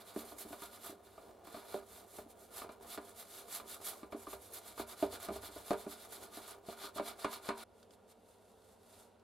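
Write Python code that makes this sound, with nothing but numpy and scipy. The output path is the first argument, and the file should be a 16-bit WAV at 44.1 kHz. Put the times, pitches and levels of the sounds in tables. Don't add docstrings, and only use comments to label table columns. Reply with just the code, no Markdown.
import sys
import numpy as np
from scipy import signal
from scipy.fft import rfft, irfft, next_fast_len
from scipy.io import wavfile

SR = 44100
rng = np.random.default_rng(int(sys.argv[2]) if len(sys.argv) > 2 else 0)


def persist_wave(psi):
    counts = np.round(np.clip(psi, -1, 1) * 32767).astype(np.int16)
    wavfile.write(sys.argv[1], SR, np.atleast_2d(counts).T)


N = 407027
TIME = np.arange(N) / SR

# fastest_s, length_s, wet_hiss_db
STROKES = [(0.013, 0.037, -62), (0.093, 0.083, -61), (0.199, 0.08, -56.5), (0.297, 0.096, -59),
           (0.413, 0.06, -51), (0.52, 0.13, -60.5), (0.635, 0.1, -57), (0.743, .07, -59.5),
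           (0.868, 0.11, -55.5), (1.065, 0.046, -68), (1.194, 0.29, -71), (1.45, .015, -64.5),
           (1.477, 0.047, -65), (1.564, 0.12, -61), (1.727, 0.14, -60.5), (1.958, 0.16, -60.5),
           (2.164, 0.14, -60), (2.309, .04, -62.5), (2.435, 0.11, -65.5), (2.586, 0.098, -54),
           (2.726, 0.044, -69.5), (2.834, 0.045, -64.5), (2.928, 0.085, -52), (3.076, 0.13, -64),
           (3.201, 0.074, -54.5), (3.361, 0.16, -56.5), (3.547, 0.094, -48.5), (3.722, 0.095, -52.5),
           (3.882, 0.092, -48), (3.99, 0.13, -65.5), (4.127, 0.027, -64), (4.227, 0.13, -64),
           (4.323, 0.072, -53.5), (4.452, 0.11, -60.5), (4.561, 0.064, -52), (4.685, 0.12, -58.5),
           (4.803, 0.061, -52.5), (4.91, 0.059, -55.5), (5.023, 0.095, -55.5), (5.139, 0.056, -51.5),
           (5.241, 0.075, -53.5), (5.354, 0.07, -55.5), (5.455, 0.063, -53.5), (5.564, 0.11, -58.5),
           (5.694, 0.096, -55), (5.809, 0.077, -57.5), (5.92, .065, -53), (6.021, 0.11, -59),
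           (6.144, 0.07, -54), (6.234, 0.086, -59.5), (6.363, 0.077, -55.5), (6.433, .05, -60),
           (6.499, 0.091, -57.5), (6.708, 0.086, -59), (6.793, 0.048, -61.5), (6.843, 0.08, -52),
           (6.972, 0.036, -52.5), (7.082, 0.084, -53), (7.222, 0.069, -56), (7.339, .08, -53.5),
           (7.47, 0.069, -55.5), (7.607, 0.076, -57)]
# frequency_hz, level_db_per_hz
RASP = [(1300, -13.5), (2000, -5), (2900, -3.5), (3600, 4), (4300, 2), (5000, -1.5), (5800, -11.5),
        (8000, -32)]
# frequency_hz, level_db_per_hz
SCRAPE = [(150, -38), (380, 4.5), (520, -1.5), (680, 9.5), (1000, 4.5), (1400, 6.5), (1850, -6.5),
          (2300, -4), (2900, -18.5), (4500, -23)]
# frequency_hz, level_db_per_hz
CLICK = [(900, -10), (1500, 8), (2000, -16), (3000, 1), (4500, 2), (6500, -5.5), (14000, -16)]

SCRAPE_LAG_S = 0.011


def brush():
    # frequency_hz, level_db_per_hz
    hiss_colour = [(900, -15), (1500, -7.5), (2150, -5.5), (2900, -13.5), (5500, -6.5), (7000, -2),
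                   (8500, -1.5), (10300, 1.5), (12000, -7), (13500, -11), (15700, -31)]
    # frequency_hz, level_db_per_hz
    mist_colour = [(8000, -28), (11000, -2), (12700, -2.5), (14000, -7), (15700, -14.5)]
    # time_s, level_db (before lift and speed)
    spray_curve = [(0, -5.5), (2.2, -6.5), (3.6, -8), (4.5, -7), (5.8, -8), (6.7, -9), (7.6, -11)]
    rise_share = 0.54
    rasp_lag_s = 0.0042
    spray_lift_db = 8

    times, lengths, hiss_db = np.transpose(STROKES)
    rasp_db, scrape_db = stroke_levels()
    hiss = swell(times, lengths, hiss_db, rise_share)
    rasp = swell(times + rasp_lag_s, lengths, rasp_db, rise_share)
    scrape = swell(times + SCRAPE_LAG_S, 1.17 * lengths, scrape_db, rise_share)
    snags = catches(rate=90, t60=0.037)

    speed = hiss / hiss.max()
    spray_db = np.interp(TIME, *np.transpose(spray_curve)) + spray_lift_db
    spray = undb(spray_db) * speed ** 0.22
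    film = undb(0.1) * colour(flicks(22000, 0.79), hiss_colour)
    film = film + spray * colour(flicks(16000, 1.0), mist_colour)

    wet = hiss * unit(1 + 0.5 * snags) * film
    steel = rasp * unit(1 + 0.087 * snags) * colour(flicks(8000, 0.47), RASP)
    tub = scrape * unit(1 + 0.5 * snags) * colour(flicks(3000, 1.0), SCRAPE)
    return wet + steel + tub


def stroke_levels():
    # time_s, pressure_db
    pressure_curve = [(0, 3.5), (0.42, -6), (0.62, -0.5), (1.2, -1), (1.7, 4), (1.97, -5), (2.4, -10.5),
                      (2.62, 1), (3.1, -3.5), (3.55, -3), (3.9, -2), (4.5, -7), (4.8, 0.5), (5.15, 2),
                      (6.05, -2), (6.5, 1.5), (6.85, 4.5), (7.6, 3.5)]
    usual_hiss_db = -54.5
    times, _, hiss_db = np.transpose(STROKES)
    vigour = hiss_db - usual_hiss_db
    pressure = np.interp(times, *np.transpose(pressure_curve))
    rasp_db = -57 + vigour + 0.63 * pressure
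    scrape_db = -57 + 0.68 * vigour + pressure
    return rasp_db, scrape_db


def swell(times, lengths, levels, rise_share):
    steepness = 5.4
    flatness = 2.29
    coarse = TIME[::32]
    lag = coarse - times[:, None]
    reach = lengths[:, None] * np.where(lag < 0, rise_share, 1 - rise_share)
    away = np.abs(lag / reach)
    slowing = (1 + away ** flatness) ** (1 / flatness) - 1
    power = undb(levels)[:, None] ** 2 * np.exp(-steepness * slowing)
    return np.interp(TIME, coarse, np.sqrt(power.sum(0)))


def catches(rate, t60):
    jumps = (rng.random(N) < rate / SR) * rng.standard_exponential(N)
    pole = np.exp(-np.log(1000) / (t60 * SR))
    return signal.lfilter([1], [1, -pole], np.minimum(jumps, 2))


def flicks(rate, spread_db):
    happens = rng.random(N) < rate / SR
    size = undb(spread_db * np.minimum(rng.standard_exponential(N), 5))
    return happens * size * rng.standard_normal((2, N))


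def knocks():
    # start_s, knock_gain_db, floor_boom_gain_db, hard_clack_gain_db
    clear_knocks = [(0.1619, -47.5, 16.5, -5), (0.3188, -56.5, 11.5, 0), (0.451, -63, 21.5, -1),
                    (0.505, -60.5, 18.5, -14), (0.528, -50, 6, 1), (0.62, -60, 13, 11),
                    (0.895, -57.5, 11.5, -12), (0.926, -55.5, -14, -17), (1.1783, -54.5, -2, -2.5),
                    (1.472, -60.5, 13, 5), (1.5434, -50.5, -3, 1.5), (1.7431, -36.5, 5, -21),
                    (2.185, -48.5, -15, -4), (2.2606, -64, 13, -15), (2.6182, -56, 5, 8.5),
                    (2.6447, -52.5, -8, 0), (2.6913, -52, -10, 0.5), (2.976, -47, 7.5, 1),
                    (3.599, -57, -1, 7.5), (4.031, -54, 13, 0), (4.123, -47, 0, -1), (4.146, -47.5, 9, -15),
                    (4.269, -54, 13.5, 5), (4.3301, -47.5, -5, -1), (4.778, -59, -4, 12),
                    (4.7965, -45, 7.5, 0), (5.0255, -32.5, 4, -9), (5.286, -42, 4.5, -4),
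                    (5.305, -42.5, 7.5, -25), (5.357, -49.5, -17, -7), (5.431, -58, 1, 6),
                    (5.488, -59.5, 11, 3), (5.5611, -51.5, 4, -5), (5.707, -30, 3, -9),
                    (5.732, -43.5, -17, 1.5), (5.8645, -49.5, 14, -7), (6.372, -58, 12, -17),
                    (6.6857, -47, 8.5, -9), (6.9607, -47.5, -5, -20), (6.983, -49, 6, 7),
                    (6.9965, -38, 6, -6), (7.245, -39.5, 5.5, 6.5), (7.4886, -41.5, 9, 9)]
    nudge_share, nudge_db, nudge_scatter_db = 0.2, -6, 3
    firm_knock_db, firm_thud_db, thud_growth = -35, -67.5, 0.19
    rocking_start_s, rocking_end_s, rocking_thud_db = 4.1, 5.6, 7
    thud_per_clack = 0.35

    nudges = []
    for (s, length, _), scrape_db in zip(STROKES, stroke_levels()[1]):
        late, size, boom = rng.standard_normal(3)
        if rng.random() < nudge_share:
            nudge_gain_db = scrape_db + nudge_db + nudge_scatter_db * size
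            nudges.append((s + length * late / 4, nudge_gain_db, 5 + 3 * boom, 0))

    out = np.zeros((2, N))
    for s, db, boom_db, clack_db in list(clear_knocks) + nudges:
        rocking = rocking_start_s < s < rocking_end_s
        thud_db = firm_thud_db + thud_growth * (db - firm_knock_db)
        thud_db += rocking_thud_db * rocking - thud_per_clack * max(clack_db, 0)
        add(out, s, knock(db, boom_db, clack_db, thud_db))
    return out


def knock(db, boom_db, clack_db, thud_db):
    # frequency_hz, level_db, t60_s
    tub_modes = np.array([(213.7, -5.5, 0.05), (291, 0, 0.062), (312.7, -1, 0.074), (395, -2, 0.048),
                          (400.7, -3, 0.15), (444, -7.5, 0.15), (542.4, -7, 0.14), (600.2, -1, 0.22),
                          (650, 4, 0.099), (709, -3, 0.13), (797, -6.5, 0.17), (895, -8.5, 0.098),
                          (933, -3.5, 0.41), (1017, 4, 0.3), (1040, -13, 0.055), (1226, 9.5, 0.051),
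                          (1370, -16, 0.033), (1460, -23, 0.098), (1630, -6, 0.21)])
    # frequency_hz, level_db, t60_s
    top_modes = [(64.7, 17.5, 0.35), (83.6, -13, 0.23), (92.4, 8, 0.93)]
    # frequency_hz, level_db_per_hz
    thump_colour = [(50, -30), (130, -56), (190, 3.5), (240, 2), (330, -27), (420, 10.5), (530, -3.5),
                    (700, -2.5), (900, -0.5), (1400, -21), (2500, -44)]
    # frequency_hz, level_db_per_hz
    crack_colour = [(500, -14), (1000, -3.5), (1500, -5), (1850, -16.5), (2400, -11.5), (2900, -22),
                    (4300, -17), (5500, -36), (10000, -29), (15000, -60)]

    t = TIME[:SR // 3]
    floor = ring(tub_modes[:4], detune=0.032, bloom_s=0.0062, width=0.054)
    walls = ring(tub_modes[4:12], detune=0.0078, bloom_s=0.0035, width=0.11)
    clack = ring(tub_modes[12:], detune=0.013, bloom_s=0.00049, width=0.14)
    thud = ring(top_modes, detune=0.03, bloom_s=0.0034, width=0.072)

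    swing = np.zeros(len(t))
    for hz in (303, 636):
        swing += np.sin(2 * np.pi * hz * (1 + 0.041 * rng.standard_normal()) * t)
    bow = blow(swing[None] * decay(t, 0.031) * (1 - np.exp(-t / 0.0047)))
    softness = 1 / (1 + undb(clack_db))

    body = undb(-3) * walls + undb(-10.5) * burst(thump_colour, t60=0.16)
    body = body + softness * undb(-6) * bow
    contact = undb(-10) * clack + undb(-6.5) * burst(crack_colour, t60=0.18)
    contact = contact + undb(-25.5) * burst(CLICK, t60=0.018)
    tub = body + undb(boom_db - 13.5) * floor + undb(clack_db) * contact
    punch = 0.61 + 0.77 * np.exp(-t / 0.0072)
    return undb(db) * punch * tub + undb(thud_db) * thud


def ring(modes, detune, bloom_s, width):
    t = TIME[:SR // 3]
    hz, db, t60 = np.transpose(modes)[:, :, None]
    size, shift, sign, place = rng.standard_normal((4, len(modes), 1))
    waves = np.sin(2 * np.pi * hz * (1 + detune * shift) * t) * decay(t, t60)
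    waves = waves * np.sign(sign) * undb(db + 1.35 * size)
    mid = waves.sum(0)
    side = width * (place * waves).sum(0)
    bloom = 1 - np.exp(-t / bloom_s)
    return blow(np.array([mid + side, mid - side]) * bloom)


def burst(points, t60):
    t = TIME[:SR // 3]
    noise = rng.standard_normal((2, len(t)))
    return blow(colour(noise, points) * decay(t, t60))


def liquid():
    # frequency_hz, level_db_per_hz
    slosh_colour = [(35, -16), (65, -4), (125, -14.5), (230, -10), (400, 0), (520, -3), (720, -0.5),
                    (1200, -12.5), (2000, -24), (5000, -30.5)]
    laps = colour(flicks(1500, 1.3), slosh_colour)
    return undb(-64.5 + 3.0 * walk(22)) * laps + bubbles(count=5)


def bubbles(count):
    middle_hz, spread_octaves = 1180, 0.55
    fade_cycles, glide = 4.9, 0.022
    level_db, scatter_db = -2.5, 2.5
    out, t = np.zeros((2, N)), TIME[:SR // 20]
    for (s, length, _), scrape_db in zip(STROKES, stroke_levels()[1]):
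        for late, size, strength, place in np.clip(rng.standard_normal((count, 4)), -2, 2):
            cycles = middle_hz * 2 ** (spread_octaves * size) * t
            age = cycles / fade_cycles
            plip = np.sin(2 * np.pi * cycles * (1 + glide * age / 2)) * np.exp(-age)
            pan_db = np.array([[place], [-place]])
            db = scrape_db + level_db + scatter_db * strength + pan_db
            add(out, s + SCRAPE_LAG_S + late * length / 2, undb(db) * plip)
    return out


def towel():
    # fastest_s, length_s, fibre_hiss_db
    wipes = [(7.817, 0.12, -75), (7.94, 0.044, -69), (8.117, 0.042, -64.5), (8.323, .11, -74),
             (8.5, 0.53, -76.5), (8.715, 0.15, -71.5), (8.995, 0.22, -65)]
    # start_s, level_db
    hand_clicks = [(7.829, -70.5), (7.907, -71.5), (8.621, -80), (8.808, -83), (9.196, -82)]
    # frequency_hz, level_db_per_hz
    cloth_colour = [(3000, -12), (5500, -7.5), (7000, -4.5), (9500, -2), (12500, -5), (14000, -10),
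                    (15700, -22)]
    wiping = swell(*np.transpose(wipes), rise_share=0.69)
    fibres = colour(flicks(10000, 1.1), cloth_colour)
    steel = undb(-6.5) * colour(flicks(5000, 1.5), RASP)
    folds = undb(-6) * colour(flicks(2000, 1.2), SCRAPE)
    snags = catches(rate=96, t60=0.045)
    out = wiping * unit(1 + 0.27 * snags) * (fibres + steel + folds)
    for s, db in hand_clicks:
        add(out, s, undb(db) * burst(CLICK, t60=0.037))
    return out


def room_rumble():
    # frequency_hz, level_db_per_hz
    tone_colour = [(25, -24), (60, 0.5), (95, -0.5), (125, -17.5), (190, -1), (300, -5), (440, 2.5),
                   (700, 0), (1150, -11.5), (1400, -10.5), (1750, -20), (3900, -21.5), (6000, -29),
                   (11000, -28), (15500, -41)]
    return undb(-66 + 0.5 * walk(15)) * colour(rng.standard_normal((2, N)), tone_colour)


def mains_hum():
    return undb(-79) * unit(np.sin(2 * np.pi * 100 * TIME))


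def room(x, t60, wet_db, near_t60, near_db):
    # frequency_hz, resonance_gain_db, t60_s
    standing_waves = [(198, -2, 0.22), (230, 7.5, .42), (292.6, -5, 0.18), (394.6, 3.5, 0.26),
                      (443.6, -1.5, 0.18), (630, -2.5, 0.31), (698, -16, .25), (951.4, 0, 0.16)]
    # frequency_hz, level_db_per_hz
    dull = [(100, -8), (400, -2), (1500, 0), (5000, -5), (14000, -10)]
    bright = [(200, -16), (500, -8), (1200, 0), (4500, -1), (14000, -2)]
    t = TIME[:SR // 2]
    tail = colour(rng.standard_normal((2, len(t))), dull) * decay(t, t60) * (t > 0.006)
    near = colour(rng.standard_normal((2, len(t))), bright) * decay(t, near_t60) * (t > 0.001)
    echo = (undb(wet_db) * unit(tail) + undb(near_db) * unit(near)) / np.sqrt(len(t))
    for hz, db, ring_s in standing_waves:
        damping = np.log(1000) / ring_s
        echo = echo + undb(db) * 2 * damping / SR * np.exp(-damping * t) * np.cos(2 * np.pi * hz * t)
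    return x + signal.fftconvolve(x, echo, axes=1)[:, :N]


def undb(db):
    return 10 ** (np.asarray(db) / 20)


def unit(x):
    return x / np.sqrt(np.mean(x ** 2))


def blow(x):
    return x / np.sqrt(np.mean(x[:, :int(0.035 * SR)] ** 2))


def decay(t, t60):
    return np.exp(-np.log(1000) * t / t60)


def walk(rate):
    knots = rng.standard_normal(4000)
    return 1.32 * np.interp(TIME * rate, np.arange(len(knots)), knots)


def read(points, n):
    hz, value = np.transpose(points)
    return np.interp(np.log(np.fft.rfftfreq(n, 1 / SR) + 1), np.log(hz), value)


def colour(pair, points):
    # frequency_hz, side_minus_mid_db
    stereo_width = [(100, -12.5), (500, -8), (1000, -8), (2000, -10.5), (4000, -13), (8000, -2),
                    (12000, -7.5)]
    size = next_fast_len(pair.shape[1], True)
    mid, side = rfft(pair, size) * undb(read(points, size))
    side = side * undb(read(stereo_width, size))
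    return unit(irfft(np.array([mid + side, mid - side]), size)[:, :pair.shape[1]])


def add(out, s, sound):
    start = max(int(s * SR), 0)
    part = sound[:, :N - start]
    out[:, start:start + part.shape[1]] += part


def scene():
    scene_change_s = 7.640
    scrubbing = np.clip((scene_change_s - TIME) / 0.003, 0, 1)
    rumble = room_rumble()
    washing = room(brush() + knocks() + liquid() + rumble, t60=0.28, wet_db=-20.5, near_t60=0.065, near_db=-7.5)
    drying = room(towel() + rumble, t60=0.3, wet_db=-20, near_t60=0.06, near_db=-14)
    return scrubbing * washing + (1 - scrubbing) * drying + mains_hum()


def record(dry):
    # frequency_hz, left_minus_right_db
    tilt = [(60, 0), (110, 1.5), (200, 0.5), (380, -1.5), (700, -2), (1290, -1.0), (2380, 0), (4400, 0.0),
            (8120, 0), (15000, -8)]
    size = next_fast_len(N, True)
    gains = undb(np.array([[0.5], [-0.5]]) * read(tilt, size))
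    gains = gains / np.sqrt(np.mean(gains ** 2, axis=0))
    heard = irfft(rfft(dry, size) * gains, size)[:, :N]
    top_cut = signal.ellip(12, 0.1, 80, 15750, fs=SR, output="sos")
    return signal.sosfilt(top_cut, heard)


dry = scene()
out = record(dry)
persist_wave(out)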